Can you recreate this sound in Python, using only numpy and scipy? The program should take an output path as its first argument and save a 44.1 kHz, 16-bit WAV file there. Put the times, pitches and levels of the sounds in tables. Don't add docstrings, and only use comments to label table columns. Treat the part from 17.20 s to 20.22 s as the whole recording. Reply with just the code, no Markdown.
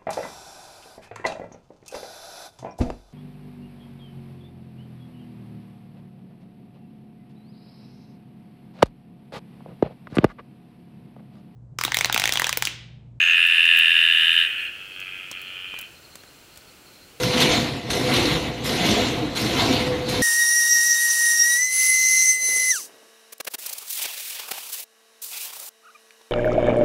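import sys
import numpy as np
from scipy import signal
from scipy.fft import rfft, irfft, next_fast_len
from scipy.io import wavfile
from scipy.ndimage import map_coordinates

SR = 44100
rng = np.random.default_rng(int(sys.argv[2]) if len(sys.argv) > 2 else 0)


def wav_out(sig):
    wavfile.write(sys.argv[1], SR, np.round(np.clip(np.atleast_2d(sig).T, -1, 1) * 32767).astype(np.int16))


N = 133182

# t/s, rasp level/dB, hold/s, rumble level/dB
BLANKS = [(-.015, -27.5, 0.027, .2, -21.5, 0.19, -25.5), (.698, -28.5, 0.0029, .94, -22.5, .18, -27.5),
          (1.436, -26, 0.023, 1.66, -23, 0.2, -25), (2.148, -25, 0.02, 2.395, -23.5, 0.18, -25),
          (2.879, -27.5, 0.011, 2.96, -30.5, .18, -29)]
# f/Hz, relative level/dB
ROLLER_SPECTRUM = [(20, -33), (55, -12), (95, -7.5), (130, -4), (180, -11.5), (240, 0), (330, -2),
                   (410, -3.5), (490, -6), (580, -13.5), (715, -6.5), (810, -21), (1050, -10), (1300, -70),
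                   (2000, -69)]


def amp(db):
    return 10 ** (np.asarray(db) / 20)


def unit(x):
    return x / np.sqrt(np.mean(x ** 2) + 1e-20)


def clock():
    return np.arange(N) / SR


def along(points, hz):
    f, value = np.transpose(points)
    return np.interp(np.log(hz + 1), np.log(f + 1), value)


def wobble(rate):
    return map_coordinates(rng.standard_normal(int(N * rate / SR) + 4), [clock() * rate])


def swell(peak_s, rise, fall, hold_s=0, sag=0):
    t = clock() - peak_s
    return amp(rise * np.minimum(t, 0) - sag * np.maximum(t, 0) - fall * np.maximum(t - hold_s, 0))


def filtered(x, response):
    size = next_fast_len(N + SR // 2)
    return irfft(rfft(x, size) * response(np.fft.rfftfreq(size, 1 / SR)), size)[:N]


def coloured(x, spectrum):
    patch_hz, patch_s = 673, .03
    shaped = filtered(x, lambda f: amp(along(spectrum, f)))
    hz, t, frames = signal.stft(shaped, SR, nperseg=512)
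    grid = np.meshgrid(hz / patch_hz, t / patch_s, indexing="ij")
    patches = map_coordinates(rng.standard_normal((128, 512)), grid, mode="wrap")
    flicker_db = 3 * patches * np.sqrt(hz / 5000)[:, None]
    return unit(signal.istft(frames * amp(flicker_db), SR, nperseg=512)[1][:N])


def friction(rate, scatter_db, smooth_db):
    hits = (rng.random(N) < rate / SR) * np.sign(rng.standard_normal(N))
    hits *= amp(scatter_db * np.clip(rng.standard_normal(N), -2, 2))
    return unit(unit(hits) + amp(smooth_db) * rng.standard_normal(N))


def guides(x, ring_db):
    # f/Hz, bandwidth/Hz, relative level/dB
    modes = [(2073, 72, -5), (2890, 93, -10.5), (3620, 65, -5), (4010, 230, -8), (5270, 85, -5.5),
             (5600, 64, -5), (6160, 58, 0), (6890, 81, -5), (7330, 73, 1.5)]

    def resonance(f):
        return sum(amp(db) * 1j * f * width / (f0 * f0 - f * f + 1j * f * width)
                   for f0, width, db in modes)
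    return filtered(x, lambda f: 1 + amp(ring_db) * resonance(f))


def snatches():
    # f/Hz, relative level/dB
    scrape_spectrum = [(150, -44), (700, -17), (1400, -2), (2200, -4.5), (3000, -7), (4100, -0.5),
                       (4900, -9.5), (6100, -9.5), (7300, -16.5), (8100, -20), (9300, -14.5), (13500, -24)]
    hiss_spectrum = [(2500, -30), (4200, 0), (5500, 7), (6500, -8), (8000, -3), (9300, 2.5), (11000, -1),
                     (13500, -3)]
    scrape_fall_db_per_s = 63
    scrape, hiss, thud = np.zeros((3, N))
    for start, db, attack_s, *_ in BLANKS:
        t = np.maximum(clock() - start, 0)
        scrape += amp(db - scrape_fall_db_per_s * t) * np.minimum(t / attack_s, 1)
        hiss += amp(-40) * swell(start + .012, rise=1500, fall=110, hold_s=.5, sag=21)
        thud += amp(-28) * swell(start + .069, rise=169, fall=114)
    scrape *= coloured(guides(friction(4000, scatter_db=4, smooth_db=0), ring_db=6.5), scrape_spectrum)
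    hiss *= coloured(friction(600, scatter_db=7.5, smooth_db=-3), hiss_spectrum) * amp(.96 * wobble(40))
    thud *= coloured(rng.standard_normal(N), ROLLER_SPECTRUM)
    return scrape + hiss + thud


def motor_hum():
    # f/Hz, rms level/dB
    tones = [(119, -41.5), (227, -45), (703, -47.5), (2030, -55.5)]
    phase = 2 * np.pi * clock()
    return np.sqrt(2) * sum(amp(db + .85 * wobble(6.1)) * np.sin(hz * phase + .59 * wobble(13))
                            for hz, db in tones)


def drive_whine():
    # t/s, rms level/dB
    levels = [(0, -29), (.1, -27.5), (.2, -26), (.31, -29), (.355, -44), (.43, -32), (.52, -53), (.64, -65),
              (.76, -30), (.81, -37.5), (.88, -22.5), (.95, -45), (1.19, -34), (1.4, -47), (1.54, -35),
              (1.6, -55), (1.74, -50), (1.82, -26), (1.89, -47), (2.0, -35), (2.09, -49), (2.2, -37),
              (2.42, -41), (2.54, -27.5), (2.59, -37), (2.71, -26.5), (2.79, -33), (2.9, -30.5), (3.0, -27)]
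    whine_hz, t = 499.8, clock()
    envelope = amp(np.interp(t, *np.transpose(levels)) + 1.6 * wobble(22.24))
    return np.sqrt(2) * envelope * np.sin(2 * np.pi * whine_hz * t + .45 * wobble(24.02))


def belts():
    # f/Hz, relative level/dB
    spectrum = [(20, -30), (35, -24), (55, -2.5), (98, -5.5), (129, 2.5), (190, -5), (235, 0.5),
                (310, -2.5), (382, -6.5), (440, -8), (498, -3), (584, -13.5), (715, -8), (800, -12),
                (1050, -16), (1500, -22), (2000, -17), (2400, -27.5), (4000, -18.5), (5000, -33),
                (7000, -42), (14000, -45.5)]
    # t/s, level/dB
    levels = [(0, -28), (.45, -28.5), (.55, -28), (.61, -35), (.69, -29.5), (.8, -28), (1.1, -26.5),
              (1.29, -26.5), (1.39, -32.5), (1.47, -28.5), (1.8, -27.5), (2.05, -29.5), (2.13, -30.5),
              (2.35, -25.5), (2.7, -28), (3.0, -32)]
    envelope = amp(np.interp(clock(), *np.transpose(levels)) + 1.84 * wobble(18))
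    return envelope * coloured(friction(900, scatter_db=4, smooth_db=9.5), spectrum)


def slaps():
    # t/s, level/dB, treble level re body/dB
    blows = [(.032, -18, -10), (0.132, -21.5, -24), (0.202, -17, -6.5), (.213, -23.5, -10),
             (0.219, -17, -12), (.293, -25, -22), (0.315, -21.5, -24), (.702, -20, -7.5), (.729, -23, -25),
             (.766, -29, -22), (.937, -21, -6), (.962, -21.5, -6), (1.052, -22, -20), (1.456, -27, -9),
             (1.492, -24, -16), (1.618, -30, -24), (1.66, -24, -3), (1.686, -24, -9), (1.738, -24, -22),
             (2.168, -25.5, -14), (2.407, -28, -13), (2.45, -27, -14), (2.525, -26, -17), (2.889, -32.5, 4)]
    # f/Hz, relative level/dB
    body_spectrum = [(300, -31), (1000, 3.5), (2000, 1.5), (3600, 5), (4300, 4), (5000, -3.5), (6200, -2),
                     (7400, -15.5), (13500, -30)]
    treble_spectrum = [(2500, -24), (4500, 7), (6200, 5), (7400, -13), (8300, 2.5), (9500, 3.5),
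                       (12000, 2.5), (13500, 1)]
    attack_s, t60_s = .0025, .088
    body, treble = np.zeros((2, N))
    for start, db, treble_db in blows:
        t = np.maximum(clock() - start, 0)
        envelope = amp(db - 60 * t / t60_s) * np.minimum(t / attack_s, 1)
        body += envelope
        treble += envelope * amp(treble_db)
    body *= coloured(guides(rng.standard_normal(N), ring_db=4.5), body_spectrum)
    treble *= coloured(rng.standard_normal(N), treble_spectrum)
    return body + treble


def bumps():
    # t/s, level/dB, lower partial f/Hz
    knocks = [(0.043, -17.5, 176), (.149, -15, 233), (.234, -13, 149), (.24, -22, 228), (.305, -22, 67.8),
              (.371, -15, 237.8), (.425, -22, 226), (.512, -22.5, 132.4), (.553, -26, 275),
              (0.773, -19, 262.4), (.9, -16.5, 235.4), (.945, -19, 358), (.978, -16.5, 352.8),
              (1.04, -16, 324), (1.12, -25.5, 343), (1.018, -23, 125), (1.597, -19.5, 172.6),
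              (1.64, -18, 224), (1.689, -11, 216), (1.73, -13, 224.7), (1.794, -22, 246),
              (1.907, -23.5, 318), (2.021, -18, 305), (2.228, -17.5, 222), (2.336, -20, 154.7),
              (2.451, -15.5, 261), (2.488, -12.5, 263), (2.484, -22, 130), (2.68, -19.5, 134),
              (2.889, -19.5, 136), (2.985, -15.5, 221)]
    attack_s, t60_s, upper_ratio = .0046, .17, 1.43
    out = np.zeros(N)
    for start, db, hz in knocks:
        t = np.maximum(clock() - start, 0)
        lower = np.sin(2 * np.pi * hz * t + .71 * wobble(70))
        upper = amp(-7) * np.sin(2 * np.pi * upper_ratio * hz * t + wobble(70))
        out += amp(db - 60 * t / t60_s) * (1 - np.exp(-t / attack_s)) * (lower + upper)
    return out


def rollers():
    # f/Hz, relative level/dB
    flute_spectrum = [(200, -26), (800, -1.5), (1050, -0.5), (1300, -1.5), (1700, -3), (2100, 2.5),
                      (3000, 1), (4300, 0.5), (4800, -7.5), (6100, -9), (7300, -13.5), (8100, -22),
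                      (9200, -17.5), (11000, -26.5), (13500, -26)]
    frame_spectrum = [(20, -28), (38, -9), (56, 3), (76, 6.5), (105, -10), (180, -31)]
    rasp, rumble, boom = np.zeros((3, N))
    for *_, arrival, rasp_db, hold_s, rumble_db in BLANKS:
        rasp += amp(rasp_db) * swell(arrival, rise=74, fall=74, hold_s=hold_s, sag=16.5)
        rumble += amp(rumble_db) * swell(arrival + .016, rise=105, fall=68, hold_s=.1)
        boom += amp(-36.5) * swell(arrival + .074, rise=69, fall=160, hold_s=.071)
    crackle = guides(friction(900, scatter_db=3, smooth_db=4.5), ring_db=-4.5)
    rasp *= coloured(crackle, flute_spectrum) * amp(.57 * wobble(70))
    rumble *= coloured(friction(300, scatter_db=3, smooth_db=2.5), ROLLER_SPECTRUM)
    boom *= coloured(rng.standard_normal(N), frame_spectrum)
    return rasp + rumble + boom


def flexes():
    # t/s, level/dB, centre f/Hz
    bends = [(.2, -32, 720), (.32, -26, 705), (.775, -32, 640), (.895, -28.5, 714), (1.0, -30.5, 810),
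             (1.53, -31, 700), (1.6, -28.5, 694), (1.69, -27.5, 630), (1.775, -26.5, 690),
             (2.4, -27.5, 1010), (2.41, -24, 724), (2.485, -30, 730)]
    width_oct = .2
    out = np.zeros(N)
    for peak_s, db, hz in bends:
        noise = rng.standard_normal(N)
        band = filtered(noise, lambda f: np.exp(-(np.log2((f + 1) / hz) / width_oct) ** 2))
        out += amp(db) * swell(peak_s, rise=598, fall=167) * unit(band)
    return out


def hall(x):
    # f/Hz, T60/s
    decay_times = [(100, 0.86), (1000, 0.14), (4000, 0.42), (14000, 0.4)]
    hz, t, frames = signal.stft(rng.standard_normal(SR // 2), SR, nperseg=256)
    decay = amp(-60 * t / along(decay_times, hz)[:, None])
    tail = signal.istft(frames * decay, SR, nperseg=256)[1]
    return signal.fftconvolve(x, tail / np.linalg.norm(tail))[:N]


def scene():
    strokes = snatches() + rollers() + slaps() + bumps() + flexes()
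    return (strokes + amp(-7) * hall(strokes) + motor_hum() + drive_whine() + belts())[None]


def record(dry):
    cutoff_hz = 13900
    return filtered(dry[0], lambda hz: hz < cutoff_hz)[None]


dry = scene()
out = record(dry)
wav_out(out)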